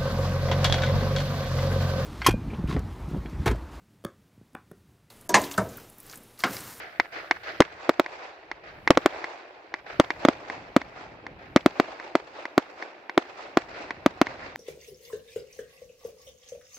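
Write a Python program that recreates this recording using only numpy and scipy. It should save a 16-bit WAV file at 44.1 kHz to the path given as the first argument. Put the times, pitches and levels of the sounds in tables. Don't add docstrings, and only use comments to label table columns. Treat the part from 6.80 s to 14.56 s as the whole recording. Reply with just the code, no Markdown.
import sys
import numpy as np
from scipy import signal
from scipy.io import wavfile
from scipy.ndimage import uniform_filter1d

SR = 44100
rng = np.random.default_rng(int(sys.argv[2]) if len(sys.argv) > 2 else 0)


def inscribe(sig):
    pcm = np.round(np.clip(np.atleast_2d(sig).T, -1, 1) * 32767)
    wavfile.write(sys.argv[1], SR, pcm.astype(np.int16))


def makeup_ratio(level_db):
    decades = np.asarray(level_db, float) / 20
    return 10 ** decades


N = 342216


def evened(x):
    return x / np.sqrt(np.mean(x ** 2) + 1e-20)


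def read(points, hz):
    f, value = np.transpose(points)
    return np.interp(np.log(hz + 1), np.log(f + 1), value)


def add(mix, s, sound):
    part = mix[:, round(s * SR):][:, :sound.shape[-1]]
    part += sound[..., :part.shape[1]]


def band(x, lo_hz, hi_hz):
    sos = signal.butter(2, [lo_hz, min(hi_hz, SR / 2.1)], "band", fs=SR, output="sos")
    return signal.sosfilt(sos, x)


def ring(x, hz, q):
    return signal.lfilter(*signal.iirpeak(hz, q, SR), x)


# pitch_hz, likeness (-1 to 1)
PORT_LIKENESS = [(60, 1), (300, 0.89), (640, 0.77), (1400, -0.11), (3100, 0.25), (7000, -0.09)]
# pitch_hz, left_minus_right_db
PORT_BALANCE = [(100, -0.5), (700, 0.3), (2400, -1.5), (8000, -6), (15000, 8.5)]


def port_noise(gain):
    hz = np.fft.rfftfreq(256, 1 / SR)
    a, b, c, d = rng.standard_normal((gain.shape[1], 129, 4)).T
    same = np.clip(read(PORT_LIKENESS, hz), -1, 1)[:, None]
    lean = makeup_ratio(read(PORT_BALANCE, hz) / 2)[:, None]
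    left = a + 1j * b
    right = same * left + np.sqrt(1 - same ** 2) * (c + 1j * d)
    spectra = np.array([left * lean, right / lean])
    return signal.istft(spectra * gain, nperseg=256, noverlap=192)[1][:, :N] / 10


# start_s, rumble_db
GUSTS = [(0.0, -68), (0.52, -67.5), (0.84, -65), (1.56, -76), (2.12, -53), (2.64, -81), (2.94, -73.5),
         (3.35, -58), (3.72, -62), (4.9, -60), (5.12, -69.5), (6.33, -83), (6.76, -66), (6.89, -62.5),
         (7.28, -58), (7.76, -61)]


def wind():
    s, rumble_db = np.transpose(GUSTS)
    lumps = evened(uniform_filter1d(rng.standard_normal(N), 2500))
    air = rng.standard_normal((2, N)) + 3.1 * rng.standard_normal(N)
    rumble = evened(band(band(air, 37, 183), 30, 300))
    return rumble * makeup_ratio(np.interp(np.arange(N) / SR, s, rumble_db) + 4.0 + 2.4 * lumps)


def gate():
    open_db, shut_db, closing_db, closing_db_per_s = -79.5, -97.5, -6, 50
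    ease_db, ease_growth, ease_s, ease_lag_s = -106, 1.6, .16, .05
    t = np.arange(0, N + 64, 64) / SR
    first_s = BURSTS[0][0]
    closing = np.maximum(open_db + closing_db - closing_db_per_s * (t - first_s), shut_db)
    power = makeup_ratio(np.where(t < first_s, open_db, closing)) ** 2
    for s, db, *_ in BURSTS[1:]:
        swell = np.exp(-((t - s - ease_lag_s) / ease_s) ** 2)
        power = power + makeup_ratio(ease_db + ease_growth * db) ** 2 * swell
    return np.interp(np.arange(N) / SR, t, np.sqrt(power))


# pitch_hz, level_db (per Hz)
HISS_COLOUR = [(100, 6), (1000, -0.5), (9000, -2), (13000, 1), (15650, -2.5), (15900, -33)]


def hiss():
    t = np.arange(N) / SR
    whine_hz, whine_db, drift_hz_per_s = 13590, -14.5, 22
    colour = makeup_ratio(read(HISS_COLOUR, np.fft.rfftfreq(256, 1 / SR)))[:, None]
    steady = evened(port_noise(colour * np.ones(N // 64 + 5)))
    whine = makeup_ratio(whine_db) * np.sin(2 * np.pi * (whine_hz + drift_hz_per_s * t / 2) * t)
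    return (steady + whine) * makeup_ratio(10.0) * gate()


# pitch_hz, fade_db_per_s
AIR_FADE = [(200, -11.5), (1000, 4.5), (3000, 0.5), (8000, 20)]


def echoes(times, levels_db, field, colour):
    t, hz = np.arange(N // 64 + 5) * 64 / SR, np.fft.rfftfreq(256, 1 / SR)
    power = np.zeros((len(hz), len(t)))
    for s, db in zip(times, levels_db):
        span = (t > s + field[0][0]) & (t < s + 1.6)
        late = t[span] - s
        shape = 0
        for at, top_db, swell, fade in field:
            below_db = np.maximum(swell * (at - late), fade * (late - at))
            shape = shape + makeup_ratio(top_db - below_db) ** 2
        power[:, span] += shape * makeup_ratio(2 * db - 2 * np.outer(read(AIR_FADE, hz), late))

    def uneven(bins, frames):
        raw = uniform_filter1d(rng.standard_normal((len(t), 129)), bins, 1)
        return evened(uniform_filter1d(raw, frames, 0)).T

    clumps, patches = uneven(40, 3), uneven(3, 16)
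    return port_noise(np.sqrt(power) * makeup_ratio(read(colour, hz)[:, None] + 1.5 * clumps + 1.43 * patches))


# delay_s, level_db, swell_db_per_s, fade_db_per_s
TUBE_FIELD = [(.014, -22.5, 9100, 600), (0.053, -22.5, 260, 700), (0.125, -16.5, 2600, 45),
              (0.161, -15, 1300, 160), (0.192, -17, 300, 700), (.4, -31.5, 193, 24)]
# pitch_hz, level_db (per Hz)
TUBE_ECHO_COLOUR = [(71, -49), (120, -23.5), (224, -38), (303, -4.5), (411, -15), (713, 1.5), (853, -14),
                    (1400, 1), (1540, 2), (2360, -3.5), (3130, -14), (4720, -14), (8500, -37.5),
                    (11000, -89), (18700, -120)]


def tube_echoes():
    s, level_db, echo_db = np.transpose(POPS + EDGE_POPS)
    return echoes(s, level_db + echo_db + 14.4, TUBE_FIELD, TUBE_ECHO_COLOUR)


# delay_s, level_db, swell_db_per_s, fade_db_per_s
SHELL_FIELD = [
    (0.015, -10, 9000, 560),
    (.048, -11, 706, 1489.5),
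    (0.12, -14.5, 1811, 592),
    (0.195, -14.5, 2200, 74),
    (.245, -10, 200, 121),
    (.06, -22.5, 503, 3.5),
]
# pitch_hz, level_db (per Hz)
SHELL_ECHO_COLOUR = [(71, -35), (120, -16.5), (191, -18), (236, -8), (268, -15), (418, -9), (536, -7),
                     (701, -0.5), (1130, -5), (2570, -9.5), (3020, -18.5), (4640, -17.5), (8500, -33.5),
                     (11000, -91), (18700, -120)]


def shell_echoes():
    s, _, _, echo_db = np.transpose(BURSTS)
    return echoes(s, echo_db, SHELL_FIELD, SHELL_ECHO_COLOUR)


def blast(ms, length_ms, rise_ms):
    u = np.maximum(ms, 0) / length_ms
    rise = 1 - np.exp(-(np.maximum(ms, 0) / rise_ms) ** 2)
    return rise * (1 - u) * np.exp(-u)


def scatter(ms, start_ms, t60_ms, lo_hz, hi_hz):
    common, own = rng.standard_normal(len(ms)), rng.standard_normal((2, len(ms)))
    spray = evened(band(common + 1.3 * own, lo_hz, hi_hz))
    onset = np.clip((ms - start_ms) / 0.21, 0, 1) ** 2
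    return spray * onset * makeup_ratio(-60 * (ms - start_ms) / t60_ms)


def slaps(mix, s, sound, table, chance):
    for (late, db), c in zip(table, chance):
        add(mix, s + late, makeup_ratio(db + c) * sound * np.array([[.8], [1.2]]))


# delay_ms, gain
AHEAD_PATHS = [(0, 1), (.52, .5), (1.05, 1.0), (1.3, .2), (1.98, .2)]


def pop(db, chance):
    ms = np.arange(1500) * 1000 / SR
    puffs = sum(g * (1 + .15 * c) * blast(ms - at, 4, .3) for (at, g), c in zip(AHEAD_PATHS, chance))
    wave = 13 * ring(puffs, 2180, 3.2) + .14 * puffs
    snaps = sum(g * blast(ms - .14 - at, .15, .06) for at, g in [(0, 1), (1.13, .85), (2.1, .3)])
    wave = signal.lfilter(*signal.butter(1, 480, "high", fs=SR), wave)
    wave = wave + 2.61 * band(band(snaps, 3630, 5930), 1500, 10000)
    wave = signal.lfilter(*signal.butter(2, 8000, fs=SR), wave)
    wave = wave + 0.033 * blast(ms, 9.0, 0.23) * (ms < 30)
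    tube = makeup_ratio(-23) * evened(ring(scatter(ms, 2.4, 30, 1200, 2800), 2150, 9))
    return makeup_ratio(db) * (wave + 0.5 * tube + makeup_ratio(-19.0) * scatter(ms, 1.1, 37.0, 540, 1900))


# start_s, level_db, echo_db
POPS = [(0.007, -30.5, -30), (0.199, -2.5, -21.5), (0.511, -1, -22.5), (0.8208, -9, -46),
        (1.262, -19, -16.5), (1.715, -16, -17.5), (2.0757, -4, -29), (2.4426, -15.2, -25),
        (2.9405, -13.5, -14.5), (3.2126, -24, -22), (3.3046, -9.5, -38), (3.6996, -18.5, -24),
        (4.0162, -20.5, -21), (4.4663, -22.5, -15.5), (4.7707, -11, -26), (5.1992, -23.5, -30),
        (5.6542, -17.5, -23), (6.0249, -20, -26), (6.2957, -18, -19.5), (6.783, -31, 0),
        (7.107, -15.5, -35), (7.469, -16, -15.5)]
# start_s, level_db, echo_db
EDGE_POPS = [
    (-.17, -3.5, -22.5),
    (7.7587, -19.5, -20.0),
]
# delay_s, level_db
TUBE_SLAPS = [(.0575, -23.0), (.19, -28.0)]


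def lift_charges(air):
    heard = POPS + EDGE_POPS[1:]
    for (s, db, _), chance in zip(heard, rng.standard_normal((len(heard), 7))):
        sound = pop(db, chance)
        add(air, s - .00021, sound)
        copy = 1.13 * ring(sound, 2560, 5.3) + 0.74 * band(sound, 500, 2600)
        slaps(air, s, copy, TUBE_SLAPS, chance[5:])


# start_s, level_db
FRONTS = [(0.8036, -29), (1.0924, -28), (1.1957, -27), (2.1046, -26), (2.1725, -44), (2.2593, -25),
          (3.1976, -29), (3.4496, -40), (3.4845, -38), (3.9634, -30), (4.7606, -32), (4.8599, -24),
          (4.998, -37), (5.3527, -47), (5.7778, -26), (6.3764, -40), (6.771, -38), (7.2609, -27),
          (7.414, -26)]


def shock_fronts(air):
    click = ring(1. * (np.arange(200) == 2), 14000, 2.5)
    for (s, *_), (_, db) in zip(BURSTS, FRONTS):
        add(air, s, makeup_ratio(db + 23.0) * np.array([0.8 * click, click + 0.33 * np.roll(click, 1)]))


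# delay_ms, gain
SKY_PATHS = [(0, 1), (.363, -.88), (.51, .8), (1.45, .34)]


def burst(db, bounce_db, bounce_ms, chance):
    ms = np.arange(1500) * 1000 / SR
    direct = sum(g * (1 + .05 * c) * blast(ms - at, 1.75, .186) for (at, g), c in zip(SKY_PATHS, chance))
    bounce = blast(ms - bounce_ms, 100, .14) * (ms < 20) + .8 * blast(ms - bounce_ms, .25, .12)
    wave = direct + makeup_ratio(bounce_db) * bounce * np.cos(np.pi * ms / 40) ** 2
    wave = wave - .55 * ring(wave, 1680, 2)
    spray = makeup_ratio(-30.5) * scatter(ms, 3.1, 40.7, 270, 1560) + makeup_ratio(-28.0) * scatter(ms, 0.3, 7.4, 1800, 6050)
    crack = makeup_ratio(-43) * scatter(ms, -0.091, 4, 9000, 16000)
    return makeup_ratio(db) * (wave + spray + crack)


# start_s, level_db, bounce_ms (ground bounce delay), echo_db
BURSTS = [(0.8046, 16, 3.45, -13.5), (1.0934, 8, 3.28, -15.5), (1.197, 8, 2.97, -17),
          (2.1056, 15, 3.34, -13.5), (2.1736, 9.5, 3.65, -17), (2.2601, 9.5, 2.74, -15),
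          (3.1989, 14, 3.34, -11.5), (3.4508, 8, 3.35, -22), (3.4858, 8.2, 3.04, -13),
          (3.9643, 8.5, 3.2, -17), (4.7616, 11, 3.25, -16), (4.861, 9, 2.96, -15.5),
          (4.999, 7.5, 2.66, -16), (5.3535, 6.5, 3.03, -15), (5.779, 9.5, 2.73, -15),
          (6.3774, 9.5, 2.78, -13), (6.772, 9, 2.67, -12.5), (7.2617, 7.5, 3.2, -16), (7.415, 9, 2.8, -17)]
# delay_s, level_db
SHELL_SLAPS = [(.0468, -20.0), (.122, -31.0)]


def shells(air):
    quiet_bounce_db, bounce_growth = -6.5, 0.55
    for (s, db, bounce_ms, _), chance in zip(BURSTS, rng.standard_normal((len(BURSTS), 7))):
        sound = burst(db, quiet_bounce_db - (1 - bounce_growth) * db, bounce_ms, chance)
        add(air, s, sound)
        slaps(air, s, 1.55 * ring(ring(sound, 3500, 4.1), 2440, 3.0), SHELL_SLAPS, chance[4:])
        add(air, s + .0115, makeup_ratio(-27.5) * band(sound, 194, 1100))


def scene():
    air = np.zeros((2, N))
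    shells(air)
    lift_charges(air)
    shock_fronts(air)
    air += np.array([[-.2], [.3]]) * band(air, 1800, 12000)
    return air + shell_echoes() + tube_echoes()


# start_s, share (0-1)
LOW_CUT_DEPTH = [(0.8, .78), (3.2, .78), (3.45, .4), (3.96, .02), (4.76, .28), (5.0, .28), (5.35, .72),
                 (5.78, .44), (6.38, .7), (7.26, .27)]


def low_cut(x):
    share = np.clip(np.interp(np.arange(N) / SR, *np.transpose(LOW_CUT_DEPTH)), 0, 1)
    return x - share * signal.oaconvolve(x, signal.firwin(801, 307, fs=SR)[None], "same")


def microphone(x):
    port = 2 * np.pi * 282
    x = signal.lfilter(*signal.bilinear([1, 0, 0], [1, port / 1.97, port ** 2], SR), x)
    top = band(band(x, 9580, 16000), 11000, 16500)
    return signal.sosfilt(signal.cheby2(8, 40, 9800, fs=SR, output="sos"), x) + top


def roll_off(x):
    return signal.sosfilt(signal.butter(12, 16840, fs=SR, output="sos"), x)


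def record(dry):
    x = low_cut(microphone(dry))
    x = x + wind() + hiss()
    x = x / (1 + abs(x / .98) ** 12) ** (1 / 12)
    x = signal.oaconvolve(x, signal.firwin(255, 16700, fs=SR)[None], "same")
    return roll_off(x)


dry = scene()
out = record(dry)
inscribe(out)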